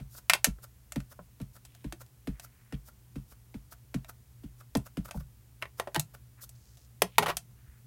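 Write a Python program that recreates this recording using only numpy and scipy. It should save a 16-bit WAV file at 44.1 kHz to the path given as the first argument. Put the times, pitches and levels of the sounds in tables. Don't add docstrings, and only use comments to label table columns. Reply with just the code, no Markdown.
import sys
import numpy as np
from scipy import signal
from scipy.fft import rfft, irfft, next_fast_len
from scipy.io import wavfile
from scipy.ndimage import uniform_filter1d

SR = 44100
rng = np.random.default_rng(int(sys.argv[2]) if len(sys.argv) > 2 else 0)


def wrap_up_sound(samples):
    columns = np.atleast_2d(samples).T
    tamed = np.clip(columns, -1, 1)
    steps = np.round(tamed * 32767).astype(np.int16)
    wavfile.write(sys.argv[1], SR, steps)


N = 346925

# frequency in Hz, gain in dB.
ROOM_TONE_EQ = [(12, -56), (20, -46.5), (60, -3), (91, -17), (123, -4), (150, -24), (222, -22), (255, -29),
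                (310, -29.5), (624, -37.5), (849, -37), (1220, -39), (2530, -41), (3950, -43), (16000, -39)]
# start in seconds, thud level in dB, rim click level in dB,
# time held down in seconds, smack of the lift in dB, fizz of the ink in dB.
DABS = [(0.0, -42.5, -62, .148, -60, -51), (0.467, -33.5, -46, 0.15, -55.5, -52.5),
        (0.959, -32, -46, 0.13, -60, -59), (1.401, -38.5, -61, 0.12, -62.5, -61.5),
        (1.843, -38, -55.5, 0.15, -55, -55), (2.273, -34, -49, .14, -60, -54.5),
        (2.724, -36, -51.5, 0.12, -62, -59), (3.157, -38, -59.5, 0.11, -65.5, -63),
        (3.542, -41.5, -56.5, .163, -55, -54), (3.943, -32, -45, .138, -50, -50.5),
        (4.435, -43, -70, 0.14, -59.5, -63.5), (4.752, -27.5, -38.5, .094, -54.5, -55.5),
        (4.971, -33, -49.5, 0.07, -51.5, -52.5)]
# frequency in Hz, relative level in dB, t60 in seconds.
TABLE_MODES = [(51, -2, 0.22), (66.4, -3.5, 0.15), (103.7, -4.5, 0.12), (133.4, -1, 0.17),
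               (177.2, 2, 0.085), (212.4, -.5, 0.12), (276, -2.5, .085), (375, -20, .05),
               (429, -12.5, 0.068), (546, -20, 0.045), (624, -22.5, 0.064)]
SHELL_MODES = [(600, -8.5, 0.09), (690, -6.5, 0.065), (1363, -12.5, 0.18), (1835, 2, 0.051),
               (2050, 0.5, 0.046), (2137, -3.5, .06), (2425, 0, 0.07), (2636, 0.5, 0.055), (2680, -5, 0.11),
               (3175, -3, 0.023), (3150, -7.5, 0.06), (5700, -10, 0.078), (6330, -13.5, 0.075),
               (7900, -7.5, 0.075), (9810, -13, .06)]
CASE_MODES = [(387.3, -10, 0.13), (587, -6, 0.06), (665, -4.5, 0.079), (862, -3, 0.06), (1024, -4.5, 0.092),
              (1072, -1.5, .04), (1335, -4, 0.045), (1880, -1, 0.046), (1990, -10, 0.038),
              (2740, -7, 0.026), (3050, -5.5, 0.03)]
# frequency in Hz, gain in dB.
CLICK_EQ = [(100, -28.5), (470, -19.5), (660, 0.5), (1050, -3.5), (1550, 2.5), (1950, -3.5), (2800, 3),
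            (4300, 0), (7000, -2.5), (12000, -4.5), (16000, -13.5)]
KNOCK_EQ = [(100, -15), (250, -9.5), (500, -2.5), (950, -2.5), (1450, -3.5), (2000, -8), (3000, -7.5),
            (4500, -11.5), (7500, -16), (11000, -12), (16000, -21)]
# lower edge in Hz, upper edge in Hz.
HIT_BANDS = [(300, 1200), (1200, 4000), (4000, 16000)]
# frequency in Hz, gain in dB.
SMACK_EQ = [(150, -6.5), (350, -15), (600, -4.5), (800, -11), (1050, -8.5), (1380, -1.5), (1850, -15.5),
            (3200, -20.5), (6000, -30)]
FIZZ_EQ = [(1500, -33.5), (3500, -7.5), (5000, -1), (9000, -2), (14000, 2.5), (16000, -2.5)]
# start in seconds, length in seconds, smack in dB, fizz in dB.
SCUFFS = [(0.087, 0.091, -64.5, -59), (5.068, 0.029, -52, -60), (5.119, 0.08, -63.5, -61.5),
          (5.183, 0.036, -59.5, -61), (5.767, 0.033, -58, -58.5), (6.132, 0.024, -54, -57.5),
          (6.404, 0.051, -63, -49)]
# start in seconds, mid level in dB, treble relative to the mids in dB, crack t60 in seconds.
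CLICKS = [(0.2972, -18.5, -4, 0.029), (0.3344, -22, -2.5, 0.024), (0.4437, -25, 5.5, 0.04),
          (0.9213, -48.5, 6, 0.024), (1.003, -55.5, -0.5, 0.028), (1.4145, -61.5, 4, 0.027),
          (1.651, -62.5, 9, 0.044), (1.749, -64, 4, .026), (1.9244, -46.5, 0.5, 0.025),
          (2.0635, -74, 7.5, 0.017), (2.3971, -54, 5.5, 0.03), (4.046, -56.5, -3.5, .016),
          (4.77, -56.5, 14, 0.025), (5.11, -46.5, -0.5, 0.031), (5.946, -40.5, 2.5, .025),
          (5.9963, -41, 11.5, .029), (6.492, -67, 15.5, 0.033), (6.771, -68.5, 6.5, 0.051),
          (7.369, -41.5, 9.5, 0.033)]
# start in seconds, level in dB, pitch in Hz.
BUMPS = [(.315, -52, 159.8), (1.193, -54.5, 173.5), (1.928, -52, 327), (5.149, -43.5, 212),
         (5.159, -38, 59), (5.176, -39.5, 144.6), (5.964, -41.5, 341), (5.974, -33, 150), (7.021, -34, 427),
         (7.031, -42.5, 184), (7.679, -52.5, 64.3)]
# start in seconds,
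# base level in dB, tilt in dB per octave, pitch of the hollow in Hz, crack t60 in seconds.
KNOCKS = [(.349, -39, -0.5, 694, .04), (.586, -72, -5, 1400, 0.016), (1.191, -64, -9.5, 1446, 0.053),
          (4.7535, -43, -8, 471, 0.026), (5.617, -62, -0.5, 1010, 0.037),
          (5.6238, -43.5, -1.3, 2045, 0.032), (5.655, -57.5, -3, 1980, 0.022), (5.798, -35, -2, 730, 0.02),
          (5.873, -47.5, -5.5, 590, .05), (5.9551, -41, -1.9, 1480, 0.039),
          (5.9609, -33.5, -1.5, 840, 0.026), (7.0199, -24, -0.2, 563, 0.022),
          (7.1822, -21.5, -1.04, 924, 0.036)]
# start in seconds, length in seconds, level in dB, centre frequency in Hz.
RUBS = [(1.629, 0.3, -74.5, 2730), (2.274, 0.5, -73, 1706), (2.732, 0.024, -58.5, 2590),
        (5.14, 0.03, -49, 643), (5.823, 0.13, -75, 1710), (6.37, .055, -65.5, 1450),
        (6.506, .39, -71.5, 5600), (7.065, 0.13, -68, 2700), (7.552, .27, -74, 1584)]
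# level in dB, pitch in Hz, t60 in seconds.
ROCKING_RINGS = [(-35, 420, 0.23), (-40, 160, 0.5)]

BAND_CENTRES_HZ = np.sqrt(np.prod(HIT_BANDS, axis=1))
ATTACK_S, THUD_S = 0.012, 0.05


def undb(db):
    return 10 ** (np.asarray(db) / 20)


def seconds(size):
    return np.arange(size) / SR


def level(x, db, span_s):
    return x * undb(db) / np.sqrt(np.mean(x[:int(span_s * SR)] ** 2) + 1e-20)


def add(out, start_s, x):
    i = max(int(start_s * SR), 0)
    out[i:i + len(x)] += x[:max(len(out) - i, 0)]


def eq(x, points):
    size = 2 * next_fast_len(len(x))
    hz, db = np.transpose(points)
    bin_hz = np.maximum(np.arange(size // 2 + 1) * SR / size, 1)
    gain = undb(np.interp(np.log(bin_hz), np.log(hz), db))
    cepstrum = irfft(np.log(gain))
    cepstrum[1:size // 2] *= 2
    cepstrum[size // 2 + 1:] = 0
    return irfft(rfft(x, size) * np.exp(rfft(cepstrum)))[:len(x)]


def band(x, low_hz, high_hz, order=3):
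    edges = [low_hz, min(high_hz, SR / 2 - 1)]
    return signal.sosfilt(signal.butter(order, edges, "band", fs=SR, output="sos"), x)


def fade(t, t60):
    return np.exp(-np.log(1000) * t / t60)


def room_tone(noise_db=-57.5, hum_hz=120, hum_db=-61.5):
    noise = eq(rng.standard_normal(N), ROOM_TONE_EQ)
    hum = np.sin(2 * np.pi * hum_hz * seconds(N))
    return level(noise, noise_db, N / SR) + level(hum, hum_db, N / SR)


def soft_mode(t, hz, t60, rise_cycles):
    t = np.maximum(t, 0)
    rise = np.sin(np.pi / 2 * np.minimum(t * hz / rise_cycles, 1)) ** 2
    return rise * np.sin(2 * np.pi * hz * t) * fade(t, t60)


def thud(db, tilt_db_per_oct, lag_s=0.012, scatter_db=3.0):
    t = seconds(16384)
    ring = 0
    for hz, mode_db, t60 in TABLE_MODES:
        spot, detune = rng.standard_normal(2)
        gain = undb(mode_db + tilt_db_per_oct * np.log2(hz / 150) + scatter_db * spot)
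        arrival_s = lag_s / (1 + (hz / 180) ** 2)
        ring += gain * soft_mode(t - arrival_s, hz * (1 + 0.025 * detune), t60, rise_cycles=1.32)
    return level(ring, db, THUD_S)


def crackle(size, per_s=3500, spread_db=0.0):
    snaps = rng.random(size) < per_s / SR
    return snaps * rng.choice([-1, 1], size) * undb(spread_db * rng.standard_normal(size))


def crunch(db, t60=0.16):
    t = seconds(8192)
    squash = crackle(len(t)) * fade(t, t60)
    return level(eq(squash, KNOCK_EQ), db, 2 * ATTACK_S)


def contact_hardness(hit, band_dbs):
    for _ in range(2):
        attack = hit[:int(ATTACK_S * SR)]
        powers = [np.mean(band(attack, low, high, order=2) ** 2) for low, high in HIT_BANDS]
        gains_db = band_dbs - 10 * np.log10(powers)
        hit = eq(hit, list(zip(BAND_CENTRES_HZ, gains_db)))
    return hit


def plastic_hit(band_dbs, t60, modes, crack_eq, hollow_hz, hollow_db, ring_db, tail_db, tail_t60):
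    t = seconds(12288)
    envelope = fade(t, t60) + undb(tail_db) * fade(t, tail_t60)
    crack = eq(rng.standard_normal(len(t)) * envelope, crack_eq)
    crack += undb(hollow_db) * band(crack, hollow_hz / 1.08, hollow_hz * 1.08, order=1)
    ring = 0
    for hz, db, mode_t60 in modes:
        detune, spot = rng.standard_normal(2)
        tone = rng.choice([-1, 1]) * np.sin(2 * np.pi * hz * (1 + 0.005 * detune) * t)
        ring += undb(db + 2 * spot) * tone * fade(t, mode_t60)
    hit = level(crack, 0, ATTACK_S) + level(ring, ring_db, ATTACK_S)
    return contact_hardness(hit, band_dbs)


def click(db, treble_db, t60, usual_db=-46):
    low_db = db - 0.29 * max(db - usual_db, 0) - 0.2 * max(treble_db, 0)
    return plastic_hit([low_db, db, db + treble_db], t60, SHELL_MODES, CLICK_EQ,
                       hollow_hz=2210, hollow_db=-0.5, ring_db=-8.5, tail_db=-25.5, tail_t60=0.1)


def peel(length_s, smack_db, fizz_db, release_t60=0.045, smack_rise_s=0.079):
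    t = seconds(8192)
    parting_s = 0.71 * length_s
    pull = np.minimum(t / parting_s, 1)
    release = fade(np.maximum(t - parting_s, 0), release_t60)
    fizz = eq(crackle(len(t)) * pull * release, FIZZ_EQ)
    surge = fade(np.maximum(parting_s - t, 0), smack_rise_s)
    snaps = crackle(len(t), per_s=1300, spread_db=5.0)
    smack = eq(snaps * pull * surge * release, SMACK_EQ)
    return level(smack, smack_db, length_s) + level(fizz, fizz_db, length_s)


def dabbing(usual_thud_db=-35.5, usual_smack_db=-58, usual_peel_s=0.044):
    out = np.zeros(N)
    for start_s, db, rim_db, held_s, smack_db, fizz_db in DABS:
        force_db = db - usual_thud_db
        add(out, start_s, thud(db, tilt_db_per_oct=0.6 + 0.36 * force_db))
        add(out, start_s, crunch(db=-57.5 + 0.74 * force_db))
        add(out, start_s, click(rim_db, treble_db=-5 + 0.7 * force_db, t60=0.028))
        peel_s = usual_peel_s * 2 ** ((usual_smack_db - smack_db) / 8)
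        add(out, start_s + held_s, peel(peel_s, smack_db, fizz_db))
    return out


def boom(db, hz, t60, blur_db=-7):
    t = seconds(16384)
    blur = band(rng.standard_normal(len(t)) * fade(t, t60), hz / 2, hz * 1.2)
    tone = soft_mode(t, hz, t60, rise_cycles=1.0)
    return level(level(tone, 0, THUD_S) + level(blur, blur_db, THUD_S), db, THUD_S)


def knock(db, tilt_db_per_oct, hollow_hz, t60):
    low_db, mid_db, treble_db = db + tilt_db_per_oct * np.log2(BAND_CENTRES_HZ / BAND_CENTRES_HZ[1])
    mid_db += 5.5 * np.log2(hollow_hz / 600)
    return plastic_hit([low_db, mid_db, treble_db], t60, CASE_MODES, KNOCK_EQ,
                       hollow_hz, hollow_db=6.5, ring_db=-6.5, tail_db=-29, tail_t60=0.11)


def rub(length_s, db, hz, uneven_db=-0.5):
    size = int(length_s * SR)
    grip = level(uniform_filter1d(rng.standard_normal(size), size=900), 0, length_s)
    slips = band(crackle(size, per_s=1000, spread_db=5.5), hz / 1.35, hz * 1.35, order=2)
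    return level(slips * undb(uneven_db * grip) * signal.windows.tukey(size, 0.3), db, length_s)


def handling():
    out = np.zeros(N)
    for start_s, db, treble_db, t60 in CLICKS:
        add(out, start_s, click(db, treble_db, t60))
    for start_s, db, tilt_db_per_oct, hollow_hz, t60 in KNOCKS:
        add(out, start_s, knock(db, tilt_db_per_oct, hollow_hz, t60))
    for start_s, db, hz in BUMPS:
        add(out, start_s, boom(db, hz, t60=0.31 / (1 + (hz / 180) ** 2)))
    for start_s, length_s, smack_db, fizz_db in SCUFFS:
        add(out, start_s, peel(length_s, smack_db, fizz_db))
    for start_s, length_s, db, hz in RUBS:
        add(out, start_s, rub(length_s, db, hz))
    return out


def rocking(start_s=7.2245, first_swing_s=0.036, shrink=0.61, corner_lag_s=0.005):
    out = np.zeros(N)
    last_knock_s = KNOCKS[-1][0]
    for db, hz, t60 in ROCKING_RINGS:
        add(out, last_knock_s + 1 / hz, boom(db, hz, t60))
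    landing_s = start_s
    for swing in range(4):
        for lag_s in (0, corner_lag_s):
            hollow_hz = 945 * 2 ** (0.29 * rng.uniform(-1.4, 1))
            tap = knock(db=-37.5 - 0.6 * swing, tilt_db_per_oct=-2.5, hollow_hz=hollow_hz, t60=0.064)
            add(out, landing_s + lag_s, tap)
        landing_s += first_swing_s * shrink ** swing
    return out


def room_reverb(x, wet_db=-17, low_t60=0.13, high_t60=0.11):
    t = seconds(16384)
    low, high = rng.standard_normal((2, len(t)))
    tail = band(low, 180, 2300, order=1) * fade(t, low_t60)
    tail += band(high, 3000, 13000, order=1) * fade(t, high_t60)
    tail *= np.minimum(t / 0.01, 1)
    tail /= np.sqrt(np.sum(tail ** 2))
    return x + undb(wet_db) * signal.fftconvolve(x, tail)[:N]


def scene():
    action = dabbing() + handling() + rocking()
    return (room_reverb(action) + room_tone())[None]


def record(dry):
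    return signal.sosfilt(signal.ellip(8, 0.2, 70, 16200, fs=SR, output="sos"), dry)


dry = scene()
out = record(dry)
wrap_up_sound(out)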